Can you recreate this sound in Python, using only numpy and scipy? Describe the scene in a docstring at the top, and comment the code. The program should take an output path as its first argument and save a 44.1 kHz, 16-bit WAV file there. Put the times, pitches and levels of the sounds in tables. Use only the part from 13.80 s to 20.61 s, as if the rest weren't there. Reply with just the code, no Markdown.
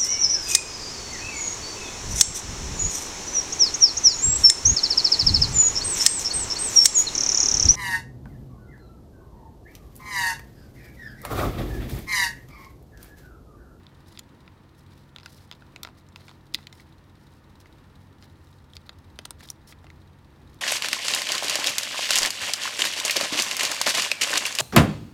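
"""Gloved hands press batteries into a hollow plastic toy, close by in a small room.
From the start a fan hums and ticks faintly, while cloth rubs and batteries click on shell and springs.
Between 1.3 and 2.1 s a loose battery drops and bounces three times. Near 2.7 s the hardest snap
makes the whole toy thump. After a quieter spell, handling rumbles from about 4.5 s and a last run
of clicks and scrapes follows. From 6.1 s the rumble fades, leaving the fan and faint brushing."""
import sys
import numpy as np
from scipy import signal
from scipy.fft import rfft, irfft, next_fast_len
from scipy.io import wavfile
from scipy.ndimage import uniform_filter1d

SR = 44100
rng = np.random.default_rng(int(sys.argv[2]) if len(sys.argv) > 2 else 0)


def materialize(psi):
    """Save the field psi as 16-bit PCM at rate SR to the path in sys.argv[1].

    A 1-D psi becomes a single channel; in a 2-D psi each row is a channel.
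    """
    bounded = np.clip(np.atleast_2d(psi).T, -1, 1)
    quanta = np.round(bounded * 32767).astype(np.int16)
    wavfile.write(sys.argv[1], SR, quanta)


N = 300317
TIME = np.arange(N) / SR

# A battery hits the shell: start_s, level_db, pitch_hz, ring_db, hollow_db, bright_db, chatter_s
BATTERY_CLICKS = [(0.0667, -49.5, 3800, 16, -18, -12, .0003), (0.3741, -43, 3680, 3, -12, -24, .0003),
                  (0.3887, -46, 4500, 4, -10, -5, 0.004), (0.3925, -38, 3560, 4, -12, 3.5, 0.0011),
                  (0.6778, -48.5, 2030, 14, 6, -22, 0.00066), (1.4317, -49, 3840, 5, 2, -16, 0.0014),
                  (1.4595, -38, 1550, 12, -4, -10, 0.00094), (1.8214, -50, 1480, 11, 5, -24, 0.001),
                  (1.9609, -39.5, 2480, 0.5, -2.5, -14, 0.00087),
                  (2.0318, -32.5, 4000, 13.5, -8, 4, 0.0014), (2.2878, -58.5, 5220, 11, 3, 8, .0005),
                  (2.3596, -40.5, 2690, 5.5, 1, -9, 0.0005), (2.481, -46, 2010, 6, 3, -10, .0034),
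                  (2.4926, -48.5, 3730, 10, 11, -5, 0.00074), (2.5125, -50.5, 1110, 8, 5, -5, .0008),
                  (2.7389, -39, 4500, 8, -13, 0, .003), (2.7453, -21, 3920, 5, -30, -12.5, .0001),
                  (2.7521, -35, 4400, 10, -17, 0, .0003), (2.7868, -48, 2120, 8, 11, -5, .0021),
                  (2.8284, -56, 3710, 10, -3, -12, .0005), (2.8696, -39.5, 2460, 8.5, -10, -7.5, 0.0014),
                  (2.9262, -45.5, 4960, 1, -7, -3, .0036), (2.9972, -50, 2060, 18, -5, -6, .0034),
                  (3.8572, -51.5, 2030, 14, 13, -8, 0.0014), (4.425, -51.5, 5090, 8, -3, -8, .0005),
                  (4.9344, -48.5, 3530, 11, -9, -5, 0.0013), (4.9673, -39, 4540, 11, -13.5, -9, .0004),
                  (5.093, -37.5, 3900, 15, 10, -7, 0.0011), (5.3891, -35, 9300, 15.5, 6, -7, 0.0012),
                  (5.4516, -40, 3900, 23, -4, -8, 0.00029), (5.4545, -35.5, 8760, 11, 2, 0.5, 0.0004),
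                  (5.5072, -35, 9210, 13, 8, 3.5, 0.00063), (5.6058, -47, 1910, 21, 4, 3, 0.0025),
                  (5.6877, -44.5, 3830, 12, -17, -3, .0003), (5.7018, -31, 5360, 15.5, -4.5, 14, 0.0015),
                  (5.9231, -46.5, 1900, 16, -4, -2, 0.0034), (6.042, -49.5, 1110, -5, 14.5, -5, 0.0016),
                  (6.067, -51, 2040, 12, 11, -6, .0016), (6.1019, -47, 1950, 22, 8, 0, 0.00092)]
# A loose battery lands: start_s, level_db, pitch_hz, hollow_db, bright_db, first_flight_s
BATTERY_DROPS = [(1.3615, -39, 3900, -9.5, -12.5, 0.023), (1.7135, -38, 3500, -5, -12.5, 0.011),
                 (2.049, -36, 1460, 7.5, -13, .0234)]
# Notes the plastic shell rings at: pitch_hz, gain_db, fade_s (time to fall by 60 dB)
SHELL_NOTES = [(714, -6, 0.0065), (980, -10, 0.046), (1365, -3.5, 0.016), (1990, -7.5, 0.025),
               (2630, -19.5, 0.057), (3560, -10, 0.022), (4125, -7, 0.015), (4970, -6, 0.011),
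               (6960, -5.5, 0.029)]
# Notes of the toy's hollow body: pitch_hz, level_db, fade_s
BODY_NOTES = [(170, -48, .06), (255, -41, 0.031), (314, -39.5, 0.062), (1977, -28, 0.029)]
# Strokes of glove and battery: start_s, length_s, level_db, scrape_db (compared with the cloth)
RUB_STROKES = [(0.264, .12, -63.5, -0.5), (0.974, 0.072, -69.5, -9), (1.1, 0.14, -71.5, 5),
               (1.412, 0.27, -62.5, -1.5), (2.033, .06, -65, 8), (2.17, 0.033, -61.5, 5),
               (2.353, .2, -65.5, 4.5), (2.748, .11, -70, 9.5), (2.931, .11, -63.5, -2),
               (3.348, .25, -76, 1), (3.797, 0.029, -64, -3), (4.407, 0.062, -65.5, 4),
               (4.56, 0.29, -75.5, -23), (4.952, 0.0097, -55.5, 4), (5.056, 0.021, -69, 16.5),
               (5.185, 0.0076, -60.5, -6), (5.592, 0.031, -57.5, 3), (5.623, .043, -53, 1.5),
               (5.656, 0.067, -59, -8), (5.868, 0.062, -49, -9)]
# Tone of rubbing cloth: pitch_hz, gain_db
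CLOTH_TONE = [(1500, -33), (3000, 5.5), (5000, 7), (7500, 4.5), (10500, 5.5), (15000, 0)]
# Tone of scraping on the shell: pitch_hz, gain_db
SCRAPE_TONE = [(500, 4), (1200, -1), (2000, 4.5), (2700, -5.5), (4000, 5.5), (6500, -11), (12000, -27)]
# Dull rumble as the toy is held and turned: time_s, level_db
RUMBLE_LEVELS = [(0, -79), (4.3, -69), (4.8, -54), (5.3, -53), (5.7, -60), (6.1, -58), (6.5, -74)]
# Notes in the fan's hum: multiple_of_motor_speed, level_db
HUM_NOTES = [(2, -60.5), (3, -59), (7, -69.5), (11, -76.5), (18, -79), (20, -75), (26, -79), (27, -84.5),
             (28, -89), (30, -80), (32, -82), (34, -86)]
# Tone of the fan's tick: pitch_hz, gain_db
TICK_TONE = [(1500, -2.5), (2800, -3), (3800, 9), (5000, -2), (7000, -6.5), (9000, -6), (10500, -19),
             (14000, -8), (16000, -23)]
# Tone of the moving air: pitch_hz, gain_db
AIR_TONE = [(20, -14), (33, -5), (45, -4), (80, 1.5), (115, -7), (210, -4.5), (300, -7.5), (450, -15),
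            (700, -19.5), (950, -15.5), (1600, -24), (2600, -28.5), (4200, -32), (7000, -41.5),
            (15500, -45)]
# Pitches the room rings at: pitch_hz, width_hz, level_db
ROOM_NOTES = [(95.9, 9.7, -62.5), (1814, 300, -73.5)]


def clicks():
    """Batteries are pressed against the shell and snap past the springs."""
    out = np.zeros(N)
    for start_s, *settings in BATTERY_CLICKS:
        add(out, start_s, contact(*settings))
    return out


def contact(level_db, pitch_hz, ring_db, hollow_db, bright_db, chatter_s):
    """One sharp push, then tiny slips that die away; a hollow spot adds knock, a hard edge adds treble."""
    t = np.arange(4096) / SR
    skid = np.clip(chatter_s / 0.0016, 0, 1) ** 1.64  # near 0 for a clean snap, 1 for a full skid
    push = gain(-7) * skid * rng.standard_normal(len(t)) * np.exp(-t / max(chatter_s, 1 / SR))
    push[0] += 1
    knock = [(100, hollow_db - 22), (300, hollow_db - 9), (700, hollow_db + 1),
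             (1750, 0.44 * hollow_db - 2.5)]
    snap = [(3150, 2), (4000, 0), (4900, -1)]
    top_db = bright_db + 3.5 + 0.33 * level_db  # a harder push is shorter and so brighter
    edge = [(6400, 0.7 * bright_db - 2), (9000, bright_db - 6), (11000, top_db), (16000, top_db - 3)]
    click = signal.fftconvolve(push, shell(t))[:len(t)]
    click = shape_tone(click, knock + snap + edge)
    click = bending_waves(ring(click, pitch_hz, ring_db))
    # set the level as if the click's energy were spread over 6 ms
    return click * gain(level_db) * np.sqrt(0.006 * SR / np.sum(click ** 2))


def shell(t, notes_db=-29, wash_db=-30.5, rim_echo=0.47):
    """Struck plastic gives a crack, an echo off the rim, a few clear notes and a wash of tiny ones."""
    hz, db, fade_s = np.transpose(SHELL_NOTES)[:, :, None]
    spot = rng.standard_normal((len(SHELL_NOTES), 2))
    strength = gain(db + 2 * spot[:, :1])  # each spot favours other notes
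    pitch_hz = hz * (1 + 0.013 * spot[:, 1:])  # the grip shifts their tuning
    notes = strength * fade(t, fade_s) * np.cos(2 * np.pi * pitch_hz * t)
    wash = rng.standard_normal(len(t)) * fade(t, 0.025)
    out = gain(notes_db) * notes.sum(0) + gain(wash_db) * wash
    out[0] += 1  # the crack
    out[rng.integers(20, 42)] += rim_echo
    return out


def bending_waves(x, travel_s=0.001009):
    """Low notes travel more slowly through the plastic and arrive later."""
    hz = np.arange(len(x) + 1) * SR / (2 * len(x))
    slowness = np.sqrt(4000 / (hz + 200))
    delay_s = travel_s * (slowness - slowness[-1])
    phase = 2 * np.pi * np.cumsum(delay_s) * hz[1]
    return irfft(rfft(x, 2 * len(x)) * np.exp(-1j * phase))[:len(x)]


def drops(hits=5, flight_share=0.64, softer_db=6.5, hollower_db=3.5):
    """A dropped battery bounces ever faster, softer and more hollow until it lies still."""
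    out = np.zeros(N)
    for hit_s, db, hz, hollow_db, bright_db, first_flight_s in BATTERY_DROPS:
        for k in range(hits):
            hit = contact(db - k * softer_db, hz, ring_db=2.5, hollow_db=hollow_db + k * hollower_db,
                          bright_db=bright_db, chatter_s=0.00075)
            add(out, hit_s, hit)
            hit_s += first_flight_s * flight_share ** k
    return out


def thump(start_s=2.748):
    """The hardest snap shakes the toy's whole hollow body."""
    out, t = np.zeros(N), np.arange(SR // 2) / SR
    for hz, db, fade_s in BODY_NOTES:
        add(out, start_s, gain(db) * fade(t, fade_s) * np.sin(2 * np.pi * hz * t))
    return out


def rubs(brush_db=-80.5, squeak_hz=5200, squeak_db=6):
    """Cloth and battery catch and slip many times in each stroke; some of it sounds through the shell."""
    sizes = np.minimum(rng.exponential(size=N), 4)
    catches = rng.standard_normal(N) * gain(5 * sizes + 4.3 * drift(170))
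    cloth = normalise(ring(shape_tone(catches, CLOTH_TONE), squeak_hz, squeak_db))
    scrape = normalise(shape_tone(catches[::-1], SCRAPE_TONE))
    out = gain(brush_db + 4 * drift(22)) * (cloth + scrape)  # the gloves brush lightly all along
    for start_s, length_s, db, scrape_db in RUB_STROKES:
        t = np.arange(int(length_s * SR)) / SR
        swell = np.abs(np.sin(np.pi * t / length_s)) ** 0.52  # an arch with a quick start and a flat top
        part = slice(int(start_s * SR), int(start_s * SR) + len(t))
        add(out, start_s, gain(db) * swell * (cloth[part] + gain(scrape_db) * scrape[part]))
    return out


def handling_rumble():
    """Holding and turning the toy makes a dull rumble that swells and fades."""
    level_db = np.interp(TIME, *np.transpose(RUMBLE_LEVELS))
    return gain(level_db) * noise_band(80.4, width_hz=17)


def fan(motor_hz=46.04, ticks_per_s=17.464, first_tick_s=0.0315, tick_db=-61):
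    """The motor hums and wavers, and the fan ticks lightly at a steady rate of its own, about 17.5 times a
    second."""
    angle = 2 * np.pi * np.cumsum(motor_hz * (1 + 0.00101 * drift(3))) / SR
    hum = np.zeros(N)
    for multiple, db in HUM_NOTES:
        strength = np.sqrt(2) * gain(db + 1.54 * drift(4.5))
        hum += strength * np.sin(multiple * angle + rng.uniform(0, 2 * np.pi))
    since_tick_s = (TIME - first_tick_s) % (1 / ticks_per_s)
    rise = 1 - np.exp(-since_tick_s / 0.0013)
    fall = 1.43 * fade(since_tick_s, 0.018) + gain(-6) * fade(since_tick_s, 0.097)  # tick, then its echo
    # the same rough patch comes round with every tick
    grit = rng.standard_normal(N) + 0.9 * rng.standard_normal(SR)[(since_tick_s * SR).astype(int)]
    ticks = rise * fall * normalise(shape_tone(grit, TICK_TONE))
    return hum + gain(tick_db + 2 * drift(22)) * ticks


def air(level_db=-53):
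    """Moving air makes a steady rush, and the room rings softly with it."""
    rush = gain(level_db + 0.8 * drift(4.9)) * normalise(shape_tone(rng.standard_normal(N), AIR_TONE))
    return rush + sum(gain(db) * noise_band(hz, width_hz) for hz, width_hz, db in ROOM_NOTES)


def room(x):
    """Quick echoes come off nearby surfaces, then a soft tail off the walls, which swallow the treble."""
    t, out = np.arange(SR // 2) / SR, x
    for echo_db, fade_s, treble_db in ((-20, 0.03, -3), (-28, 0.22, -9)):  # nearby surfaces, walls
        tone = [(200, 3), (2000, 1), (4000, -2), (8000, treble_db), (15000, treble_db - 4)]
        tail = shape_tone(rng.standard_normal(len(t)) * fade(t, fade_s) * (t > 0.004), tone)
        tail /= np.sqrt(np.sum(tail ** 2))
        out = out + gain(echo_db) * signal.fftconvolve(x, tail)[:N]
    return out


def gain(db):
    """Turn decibels into a number to multiply by."""
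    return 10 ** (np.asarray(db) / 20)


def normalise(x):
    """Scale a sound so its average level (rms) is 1."""
    return x / np.sqrt(np.mean(x ** 2))


def add(out, start_s, x):
    """Mix x into out, beginning at start_s."""
    i = max(int(start_s * SR), 0)
    out[i:i + len(x)] += x[:max(N - i, 0)]


def fade(t, fade_s):
    """Die away smoothly, falling by 60 dB in fade_s."""
    return np.exp(-np.log(1000) * t / fade_s)


def drift(changes_per_s):
    """Wander at random around 0, typically by about 1."""
    step = max(int(SR / changes_per_s), 2)
    stairs = np.repeat(rng.standard_normal(N // step + 1), step)
    return normalise(uniform_filter1d(stairs, step)[:N])


def noise_band(pitch_hz, width_hz):
    """Noise gathered around one pitch, at an average level of 1."""
    hz = np.arange(N // 2 + 1) * SR / N
    spectrum = rfft(rng.standard_normal(N)) / (1 + (2 * (hz - pitch_hz) / width_hz) ** 2)
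    return normalise(irfft(spectrum, N))


def ring(x, pitch_hz, boost_db):
    """Boost a narrow band around one pitch; higher bands are a little wider."""
    width_hz = 350 + 0.049 * pitch_hz
    band = signal.lfilter(*signal.iirpeak(pitch_hz, pitch_hz / width_hz, fs=SR), x)
    return x + (gain(boost_db) - 1) * band


def shape_tone(x, points):
    """Turn pitches up or down along a curve of (pitch_hz, gain_db) points."""
    size = 2 * next_fast_len(len(x))
    hz, db = np.transpose(points)
    all_hz = np.arange(size // 2 + 1) * SR / size
    curve_db = np.interp(np.log(all_hz + 1), np.log(hz), db)
    # folding the cepstrum (the log curve turned into time) makes the filter ring only after a hit
    cepstrum = irfft(np.log(gain(curve_db)))
    cepstrum[1:size // 2] *= 2
    cepstrum[size // 2 + 1:] = 0
    return irfft(rfft(x, size) * np.exp(rfft(cepstrum)))[:len(x)]


def scene():
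    """The toy close by and the fan behind it, in one channel."""
    knocks = room(clicks() + drops() + thump())
    return (knocks + rubs() + fan() + air() + handling_rumble())[None]


def record(dry, lowest_hz=26, highest_hz=15850):
    """Cut away the deepest bass and the highest treble."""
    dry = signal.sosfilt(signal.butter(4, lowest_hz, "high", fs=SR, output="sos"), dry)
    return signal.sosfilt(signal.ellip(8, 0.2, 70, highest_hz, fs=SR, output="sos"), dry)


dry = scene()
out = record(dry)
materialize(out)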